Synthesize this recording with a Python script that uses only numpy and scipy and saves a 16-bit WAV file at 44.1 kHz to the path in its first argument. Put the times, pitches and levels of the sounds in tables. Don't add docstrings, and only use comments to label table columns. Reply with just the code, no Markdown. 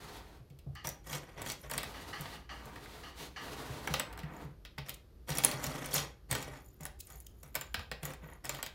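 import sys
import numpy as np
from scipy import signal
from scipy.fft import rfft, irfft
from scipy.io import wavfile

SR = 44100
rng = np.random.default_rng(int(sys.argv[2]) if len(sys.argv) > 2 else 0)


def wrap_up_sound(samples):
    columns = np.atleast_2d(samples).T
    tamed = np.clip(columns, -1, 1)
    steps = np.round(tamed * 32767).astype(np.int16)
    wavfile.write(sys.argv[1], SR, steps)


N = 385434
TIME = np.arange(N) / SR
HIT_TIME = TIME[:SR // 8]
ATTACK = SR // 250

# f/Hz, spectral level/dB
AIR_COLOUR = [(12, -38), (20, -13), (53, 2.5), (81, -4), (262, -19), (367, -15.5), (624, -27),
              (1060, -34.5), (1150, -31), (2390, -40), (4670, -39.5), (7950, -49), (12400, -43),
              (13900, -43.5), (16000, -64.5)]
# f/Hz, reverberant against direct energy/dB
ROOM_WET = [(100, 2.5), (500, -1), (2000, -5.5), (5000, -7), (7500, -14), (15000, -14.5)]
# t/s, level/dB
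KNOCKS = [(0.752, -42), (1.9394, -42), (2.129, -35), (2.325, -45), (2.4906, -38.5), (3.0334, -41),
          (3.3605, -36)]
# f/Hz, width/Hz, level/dB
KNOCK_MODES = [(814, 40, 4.5), (1200, 120, 5.5), (1714, 160, 5), (1903, 64, -0.5), (1896, 42, -2),
               (2868, 28, 7), (2990, 89, 3), (4280, 34, -12), (4470, 400, -4.5), (5740, 120, -8.5)]
# t/s, swell/s, hold/s, level/dB
WRIST_TURNS = [(1.57, 0.045, 0.057, -63), (4.28, 0.067, 0.092, -63.5), (6.46, .08, 0.24, -67.5),
               (6.97, 0.11, 0.1, -59.5), (7.22, 0.024, 0.58, -70), (8.0, .05, .03, -53.5),
               (8.21, 0.022, 0.09, -64.5), (8.5, 0.055, 0.055, -64)]
# f/Hz, level/dB
LINK_MODES = [(5280, -23), (6800, -2.5), (7000, -1.5), (9900, -5), (10500, -5), (12400, -3.5), (13300, 1),
              (14400, -1.5)]
# t/s, swell/s, hold/s, rub/dB, hiss/dB
SWEEPS = [(0.0, 0.0033, 0.2, -51, -56), (0.2, .02, 0.15, -59, -66), (1.83, 0.016, 0.51, -49.5, -53.5),
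          (2.49, 0.017, 0.26, -50.5, -60.5), (2.74, 0.088, 0.26, -51.5, -56), (3.11, .1, 0.022, -45, -46),
          (3.31, 0.13, 0.427, -45.5, -51.5), (3.88, 0.026, 0.073, -45, -47.5),
          (4.03, 0.024, 0.29, -49, -70), (4.29, 0.12, 0.023, -47.5, -61.5)]
# t/s, level/dB, settled f/Hz
THUDS = [(0.403, -42.5, 121), (0.507, -43, 137), (0.667, -33, 137), (0.694, -39, 107), (0.849, -40.5, 136),
         (1.407, -41, 104), (2.201, -35.5, 140), (2.652, -41.5, 124), (3.699, -32.5, 119),
         (3.905, -30, 144.6), (4.236, -31.5, 146), (4.447, -34.5, 140), (4.784, -35, 139),
         (5.306, -30, 140), (5.67, -32, 150), (6.315, -28, 120), (6.81, -38.5, 144.5), (7.443, -48, 140),
         (7.565, -45.5, 134), (7.779, -35, 77.8), (8.03, -38, 142), (8.233, -40, 148.5)]
# centre t/s, level/dB, half length/s
SKIDS = [(1.423, -51, 0.0079), (4.944, -46, 0.0044), (6.996, -57, 0.0052), (7.007, -41.5, 0.0048),
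         (7.268, -44.5, 0.0025), (7.433, -47.5, 0.0026)]
RATTLE_HZ = [3325, 4470, 5300, 5700, 5860, 6720]
# t/s, swell/s, hold/s, tabletop/dB, edge grit/dB
SLIDES = [(0.838, 0.0078, .03, -41.5, -47), (1.02, 0.097, 0.036, -40, -44.5), (1.2, 0.032, 0.3, -54.5, -69),
          (1.345, 0.039, 0.039, -39.5, -56.5), (1.43, 0.044, 0.038, -42, -44),
          (1.625, 0.012, .01, -44.5, -59), (1.69, 0.016, 0.093, -42.5, -52),
          (4.85, 0.013, 0.025, -47.5, -57), (5.263, 0.029, 0.18, -40, -46.5),
          (5.42, 0.024, 0.052, -35.5, -44), (5.5, 0.018, 0.52, -41.5, -52), (5.62, 0.014, 0.016, -43, -44),
          (5.89, 0.058, 0.023, -36, -32), (6.285, 0.031, 0.029, -36.5, -43),
          (6.36, 0.028, 0.039, -44.5, -51), (6.44, 0.032, 0.1, -48, -61.5),
          (6.795, 0.0093, 0.033, -52, -66), (7.06, .035, 0.059, -56, -64.5),
          (7.425, 0.0073, 0.013, -53, -63), (8.015, 0.015, 0.087, -44, -58), (8.2, 0.017, .12, -52.5, -77),
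          (8.435, 0.0081, 0.12, -46, -55), (8.53, .02, 0.061, -55.5, -68)]
# t/s, low wood/dB, mid clack/dB, high tick/dB, ring f/Hz
CLICKS = [(0.17, -60, -55, -56, 11220), (0.501, -75, -68, -65, 13900), (0.5884, -80, -63.5, -58, 12300),
          (0.7517, -70, -69, -55, 12000), (0.8449, -41, -50, -60, 12020), (0.8714, -46.5, -52, -33.5, 5760),
          (0.89, -55, -54, -36, 5870), (1.1297, -41.5, -41, -40, 5700), (1.4184, -63, -50, -40, 7840),
          (1.461, -42, -48, -45, 7640), (1.5001, -54, -39, -39.5, 7800), (1.519, -64, -55, -36.5, 6040),
          (1.698, -44, -56, -44, 7760), (1.713, -38, -44.5, -36, 12800), (1.7363, -38, -50, -38, 5700),
          (1.7788, -37.5, -37.5, -30.5, 8740), (1.8317, -39, -43.5, -41.5, 7950),
          (2.2098, -60, -63, -41.5, 12500), (2.2554, -41.5, -49, -67, 5660), (2.656, -60, -74, -53, 8700),
          (2.7576, -51.5, -56, -59, 7970), (2.857, -49.5, -63, -66, 6000),
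          (3.8735, -29.5, -47, -39.5, 5840), (3.9391, -28.5, -31, -33, 6000), (3.9966, -33, -37, -30, 7940),
          (4.1277, -55, -55, -51.5, 13100), (4.1758, -45, -56, -52, 7800), (4.1909, -60, -50, -50, 5930),
          (4.2328, -48, -55, -59, 7490), (4.6502, -52, -48, -57, 5900), (4.7789, -39.5, -62, -60, 13260),
          (4.783, -45, -42, -52.5, 14990), (4.8853, -48, -50, -49, 12900), (4.8937, -64, -42, -35.5, 13600),
          (5.303, -58, -41.5, -38.5, 5830), (5.318, -50, -43, -56, 5700), (5.3525, -61, -58, -40, 11100),
          (5.372, -59, -46, -34, 5640), (5.3841, -34.5, -37, -26.5, 9800), (5.4368, -37, -32, -31.5, 6960),
          (5.4433, -60, -52, -32, 9900), (5.4476, -40, -34.5, -15, 10320), (5.5135, -62, -40, -36.5, 4470),
          (5.641, -42, -43, -33, 6970), (5.6658, -50, -49, -36.5, 5600), (5.7576, -53, -51, -50, 8400),
          (5.8588, -46, -48, -39, 9600), (5.9416, -42, -44, -27, 13100), (5.9478, -36, -46, -35, 7000),
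          (5.962, -43, -39, -42, 6600), (5.9806, -37.5, -34, -41, 5620), (6.3122, -35, -37.5, -29, 8160),
          (6.3263, -38, -48, -33, 8100), (6.3508, -34, -36, -34, 7820), (6.426, -53, -48, -43, 7060),
          (6.8082, -69, -75, -49.5, 7130), (6.833, -66, -62, -45, 6800), (6.8533, -41.5, -50.5, -37, 10800),
          (6.864, -58, -59, -48, 5300), (7.0704, -76, -66, -50, 9700), (7.102, -55, -62, -49.5, 6940),
          (7.2024, -72, -70, -48, 12400), (7.5444, -51, -57, -53, 14320),
          (7.5531, -34, -39.5, -29.5, 13300), (7.5598, -45, -52, -38.5, 5300),
          (7.6116, -43, -46.5, -37.5, 7200), (7.743, -31.5, -34, -39.5, 13600),
          (7.793, -44.5, -46.5, -56, 7300), (7.9144, -36, -40.5, -46, 7640),
          (8.031, -45, -50.5, -43.5, 9000), (8.0535, -43, -49, -38, 6850), (8.1047, -47, -59, -49, 8600),
          (8.1354, -50.5, -56.5, -51, 7300), (8.4456, -43.5, -54, -46, 7900), (8.4535, -52, -50, -40, 5300),
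          (8.4936, -38, -39, -31, 7200), (8.5475, -52, -45.5, -47, 14230), (8.5879, -42.5, -53, -65, 13050),
          (8.628, -38.5, -40, -34, 7840), (8.6628, -44, -44, -43.5, 6800)]
# f/Hz, width/Hz, level/dB
TABLE_MODES = [(140, 18.5, 10.5), (261.7, 42, -2), (538, 39, 1), (608, 62, -4), (810, 54, 0),
               (916, 37, -23), (1214, 74, -3.5), (1530, 100, -5.5), (1925, 184, 7.5), (2195, 113, 2.5),
               (3190, 210, -16), (3600, 42, -14), (5500, 65, -14)]
# f/Hz, spectral level/dB
WOOD_COLOUR = [(60, -27.5), (200, 1.5), (330, -7), (550, 1.5), (1000, 2.5), (1600, 2.5), (2000, -3),
               (2600, -5.5), (3500, -12.5), (6000, -56.5)]
CLACK_COLOUR = [(1500, -27), (2600, -1.5), (4000, -2), (5200, -4), (6200, -17), (9000, -24.5)]
TICK_COLOUR = [(3500, -37), (5600, -3.5), (7000, 5), (10000, 2), (14000, 3), (16000, 3.5)]
SCRAPE_COLOUR = [(50, -6.5), (130, 3), (300, 3), (550, 2.5), (850, 0.5), (1100, 2.5), (2000, -6.5),
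                 (3500, -9), (5500, -31.5), (8000, -32), (16000, -60.5)]
GRIT_COLOUR = [(1500, -28.5), (3000, 1.5), (5800, 3.5), (8000, 8), (11000, 4.5), (14000, 4), (16000, -15)]
RUB_COLOUR = [(40, -7), (120, 9), (300, 7.5), (600, 4.5), (1000, 5), (1600, -1.5), (2300, -8.5),
              (3500, -15.5), (6000, -43), (16000, -31)]
HISS_COLOUR = [(1500, -0.5), (3300, 5), (4200, 5), (5200, 0.5), (9000, -4), (13000, -5), (16000, -10)]


def from_db(db):
    return 10 ** (np.asarray(db) / 20)


def rms_one(x, count=None):
    return x / np.sqrt(np.mean(x[:count] ** 2) + 1e-20)


def at_hz(points, hz):
    f, value = np.transpose(points)
    return np.interp(np.log(np.maximum(hz, 1)), np.log(f), value)


def decay(t, t60):
    return np.exp(-np.log(1000) * t / t60)


def add(out, s, sound):
    i = max(round(s * SR), 0)
    out[i:i + len(sound)] += sound[:max(N - i, 0)]


def drift(per_s):
    return np.interp(TIME * per_s, np.arange(N // 20), rng.standard_normal(N // 20))


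def response(colour, size=4096):
    hz = np.arange(size // 2 + 1) * SR / size
    cepstrum = irfft(np.log(from_db(at_hz(colour, hz))))
    cepstrum[1:size // 2] *= 2
    cepstrum[size // 2 + 1:] = 0
    return irfft(np.exp(rfft(cepstrum)))


def through(x, impulse):
    return signal.fftconvolve(x, impulse)[:len(x)]


def resonate(x, hz, width_hz):
    r = np.exp(-np.pi * width_hz / SR)
    feedback = [1, -2 * r * np.cos(2 * np.pi * hz / SR), r * r]
    return signal.lfilter(np.array([1, 0, -1]) * (1 - r * r) / 2, feedback, x + 1e-18)


def tabletop(colour):
    direct = response(colour)
    return direct + sum(from_db(db) * resonate(direct, hz, width) for hz, width, db in TABLE_MODES)


def slips(per_s, spread_db):
    sizes = from_db(spread_db * np.minimum(rng.exponential(1, N), 4)) * rng.choice([-1, 1], N)
    return rms_one(sizes * (rng.random(N) < per_s / SR))


def strokes(rows, stop_db_per_s):
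    power = np.full((len(rows[0]) - 3, N), 1e-12)
    t = TIME[:SR]
    for s, swell_s, hold_s, *levels_db in rows:
        swell = np.minimum(t / swell_s, 1) ** 2
        stop = from_db(-stop_db_per_s * np.maximum(t - swell_s - hold_s, 0))
        for layer, db in zip(power, levels_db):
            add(layer, s, (from_db(db) * swell * stop) ** 2)
    return 10 * np.log10(power)


def room_tone(air_db=-57.5, hum_db=-59.5, hum_hz=58.05, hum_width_hz=5.3):
    air = through(rng.standard_normal(N), response(AIR_COLOUR))
    hum = resonate(rng.standard_normal(N), hum_hz, hum_width_hz)
    hum = resonate(hum, hum_hz, 4 * hum_width_hz)
    return from_db(air_db) * rms_one(air) + from_db(hum_db) * rms_one(hum)


def reverb(x, bass_t60=0.34, dull_hz=30000, first_echo_s=0.0024):
    t, tail = TIME[:SR // 2], 0
    onset = np.clip(t / first_echo_s - 1, 0, 1)
    edges_hz = np.geomspace(70, 18000, 13)
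    for low, high in zip(edges_hz, edges_hz[1:]):
        hz = np.sqrt(low * high)
        bandpass = signal.butter(2, [low, high], "band", fs=SR, output="sos")
        band = signal.sosfilt(bandpass, rng.standard_normal(len(t)))
        band = band * decay(t, bass_t60 / (1 + hz / dull_hz)) * onset
        match_direct = np.sqrt(2 * (high - low) / SR / len(t))
        tail = tail + from_db(at_hz(ROOM_WET, hz)) * rms_one(band) * match_direct
    return through(x, tail)


def reflections(x, spots=4):
    nearness = np.cos(np.pi * (TIME - np.arange(spots)[:, None] / spots)) ** 4
    return sum(reverb(x * share) for share in np.sqrt(nearness / nearness.sum(0)))


def knocks(gain_db=-9, t60=0.47, rise_s=0.0013):
    out, t = np.zeros(N), TIME[:SR // 2]
    envelope = decay(t, t60) * (1 - np.exp(-t / rise_s))
    for s, db in KNOCKS:
        push, ringing = rng.standard_normal(len(t)), 0
        for hz, width, mode_db in KNOCK_MODES:
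            mode = resonate(resonate(push, hz, width), hz, 8 * width)
            ringing = ringing + from_db(mode_db + rng.normal(0, 0.4)) * mode
        add(out, s, from_db(db + gain_db) * rms_one(ringing * envelope, SR // 25))
    return out


def bracelet(gain_db=-1, width_hz=200):
    level_db, = strokes(WRIST_TURNS, stop_db_per_s=302)
    links = sum(from_db(db) * resonate(slips(per_s=78, spread_db=4.5), hz, width_hz)
                for hz, db in LINK_MODES)
    highpass = signal.butter(2, 4500, "high", fs=SR, output="sos")
    clumps = from_db(4 * drift(40))
    return from_db(level_db + gain_db) * rms_one(clumps * signal.sosfilt(highpass, links))


def sleeve(rub_gain_db=-4, hiss_gain_db=-2, uneven_db=2, bump_db=-6):
    rub_db, hiss_db = strokes(SWEEPS, stop_db_per_s=234)
    friction = rng.standard_normal((2, N)) * from_db(uneven_db * drift(45))
    bumps = rms_one(through(slips(per_s=260, spread_db=0), tabletop(WOOD_COLOUR)))
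    drag = rms_one(through(friction[0], response(RUB_COLOUR)))
    rub = rms_one(drag + from_db(bump_db) * bumps)
    hiss = rms_one(through(friction[1], response(HISS_COLOUR)))
    return from_db(rub_db + rub_gain_db) * rub + from_db(hiss_db + hiss_gain_db) * hiss


def thuds(gain_db=1, t60=0.16, press_s=0.0079, frame_hz=70, frame_db=-7,
          sag=0.49, sag_s=0.0057, skin_db=-19):
    out, t = np.zeros(N), TIME[:SR // 3]
    skin = response([(40, -8.5), (110, 0), (220, -6), (400, -1), (750, -8), (1500, -31), (6000, -63.5)])
    frame = from_db(frame_db) * np.sin(2 * np.pi * frame_hz * t)
    envelope = (1 - np.exp(-t / press_s)) * decay(t, t60)
    for s, db, hz in THUDS:
        cycles = hz * (t + sag * sag_s * (1 - np.exp(-t / sag_s)))
        judder = from_db(skin_db) * rms_one(through(rng.standard_normal(len(t)), skin))
        swing = np.sin(2 * np.pi * cycles) + frame + judder
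        add(out, s - .004, from_db(db + gain_db) * swing * envelope)
    return out


def skids(clack_db=-11):
    level = sum(from_db(db) * np.exp(-np.minimum(((TIME - s) / half_s) ** 2, 20))
                for s, db, half_s in SKIDS)
    friction = rng.standard_normal(N)
    tick = rms_one(through(friction, response(TICK_COLOUR)))
    clack = rms_one(through(friction, response(CLACK_COLOUR)))
    return level * (tick + from_db(clack_db) * clack)


def rattle(grit_db, gain_db=-6, width_hz=130):
    pings = sum(resonate(slips(per_s=24, spread_db=0), hz, width_hz) for hz in RATTLE_HZ)
    return from_db(grit_db + gain_db) * rms_one(pings)


def sliding(table_db, grit_db, table_gain_db=-5, grit_gain_db=-4, ring_db=-2, judder_db=3, pieces=16):
    catches = slips(per_s=3200, spread_db=2) * from_db(judder_db * drift(110))
    touched = rng.integers(0, pieces, N)
    pitches_hz = np.r_[5850, 6950, np.geomspace(4300, 14500, pieces - 2)]
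    rings = sum(resonate(catches * (touched == k), hz, width_hz=96) * from_db(5.6 * drift(13))
                for k, hz in enumerate(pitches_hz))
    grit = rms_one(through(catches, response(GRIT_COLOUR)))
    edges = rms_one(grit + from_db(ring_db) * rms_one(rings))
    scrape = rms_one(through(catches, tabletop(SCRAPE_COLOUR)))
    return from_db(table_db + table_gain_db) * scrape + from_db(grit_db + grit_gain_db) * edges


def contact(crack_t60, tail_t60, tail_db, rise_s):
    envelope = decay(HIT_TIME, crack_t60) + from_db(tail_db) * decay(HIT_TIME, tail_t60)
    return rng.standard_normal(len(HIT_TIME)) * envelope * (1 - np.exp(-HIT_TIME / rise_s))


def piece_ring(hz, others=4, others_db=-8, cycles=130):
    modes_hz = np.r_[hz, rng.uniform(6500, 14800, others)][:, None]
    strengths = np.r_[1, from_db(others_db) * rng.normal(0, .7, others)]
    return strengths @ (np.sin(2 * np.pi * modes_hz * HIT_TIME) * decay(HIT_TIME, cycles / modes_hz))


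def with_rebounds(hits, usual_delay_s=.007, rebound_db=-8, ceiling_db=-49):
    touches = list(hits)
    for s, *levels_db, hz in hits:
        delay_s = usual_delay_s * rng.uniform(.5, 1.5)
        weaker_db = np.minimum(np.array(levels_db) + rebound_db, ceiling_db)
        touches.append((s + delay_s, *weaker_db, hz))
    return touches


def clicks(wood_gain_db=-1.5, crack_db=-3, ring_db=-4, ring_growth=0.31, firm_db=-32, lag_s=0.00061):
    out = np.zeros(N)
    wood, clack, tick = tabletop(WOOD_COLOUR), tabletop(CLACK_COLOUR), response(TICK_COLOUR)
    for s, wood_db, clack_db, tick_db, hz in with_rebounds(CLICKS):
        body = through(contact(crack_t60=0.025, tail_t60=0.062, tail_db=-15, rise_s=0.00086), wood)
        plate = through(contact(crack_t60=0.011, tail_t60=0.17, tail_db=-14.5, rise_s=0.0008), clack)
        crack = through(contact(crack_t60=0.005, tail_t60=0.041, tail_db=-10, rise_s=0.00005), tick)
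        purity_db = ring_db + ring_growth * (tick_db - firm_db)
        ring = from_db(purity_db) * rms_one(piece_ring(hz), ATTACK)
        piece = from_db(crack_db) * rms_one(crack, ATTACK) + ring
        add(out, s, from_db(tick_db) * rms_one(piece, ATTACK))
        add(out, s, from_db(clack_db) * rms_one(plate, ATTACK))
        add(out, s + lag_s, from_db(wood_db + wood_gain_db) * rms_one(body, ATTACK))
    return out


def scene(thud_room_db=-7):
    table_db, grit_db = strokes(SLIDES, stop_db_per_s=297)
    pieces = clicks() + skids() + sliding(table_db, grit_db) + rattle(grit_db)
    table = pieces + sleeve() + bracelet()
    hands = thuds()
    room = reflections(table + from_db(thud_room_db) * hands)
    return (table + hands + room + knocks() + room_tone())[None]


def record(dry, low_cut_hz=28, high_cut_hz=15750):
    low_cut = signal.butter(6, low_cut_hz, "high", fs=SR, output="sos")
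    high_cut = signal.ellip(10, .1, 80, high_cut_hz, fs=SR, output="sos")
    return signal.sosfilt(high_cut, signal.sosfilt(low_cut, dry))


dry = scene()
out = record(dry)
wrap_up_sound(out)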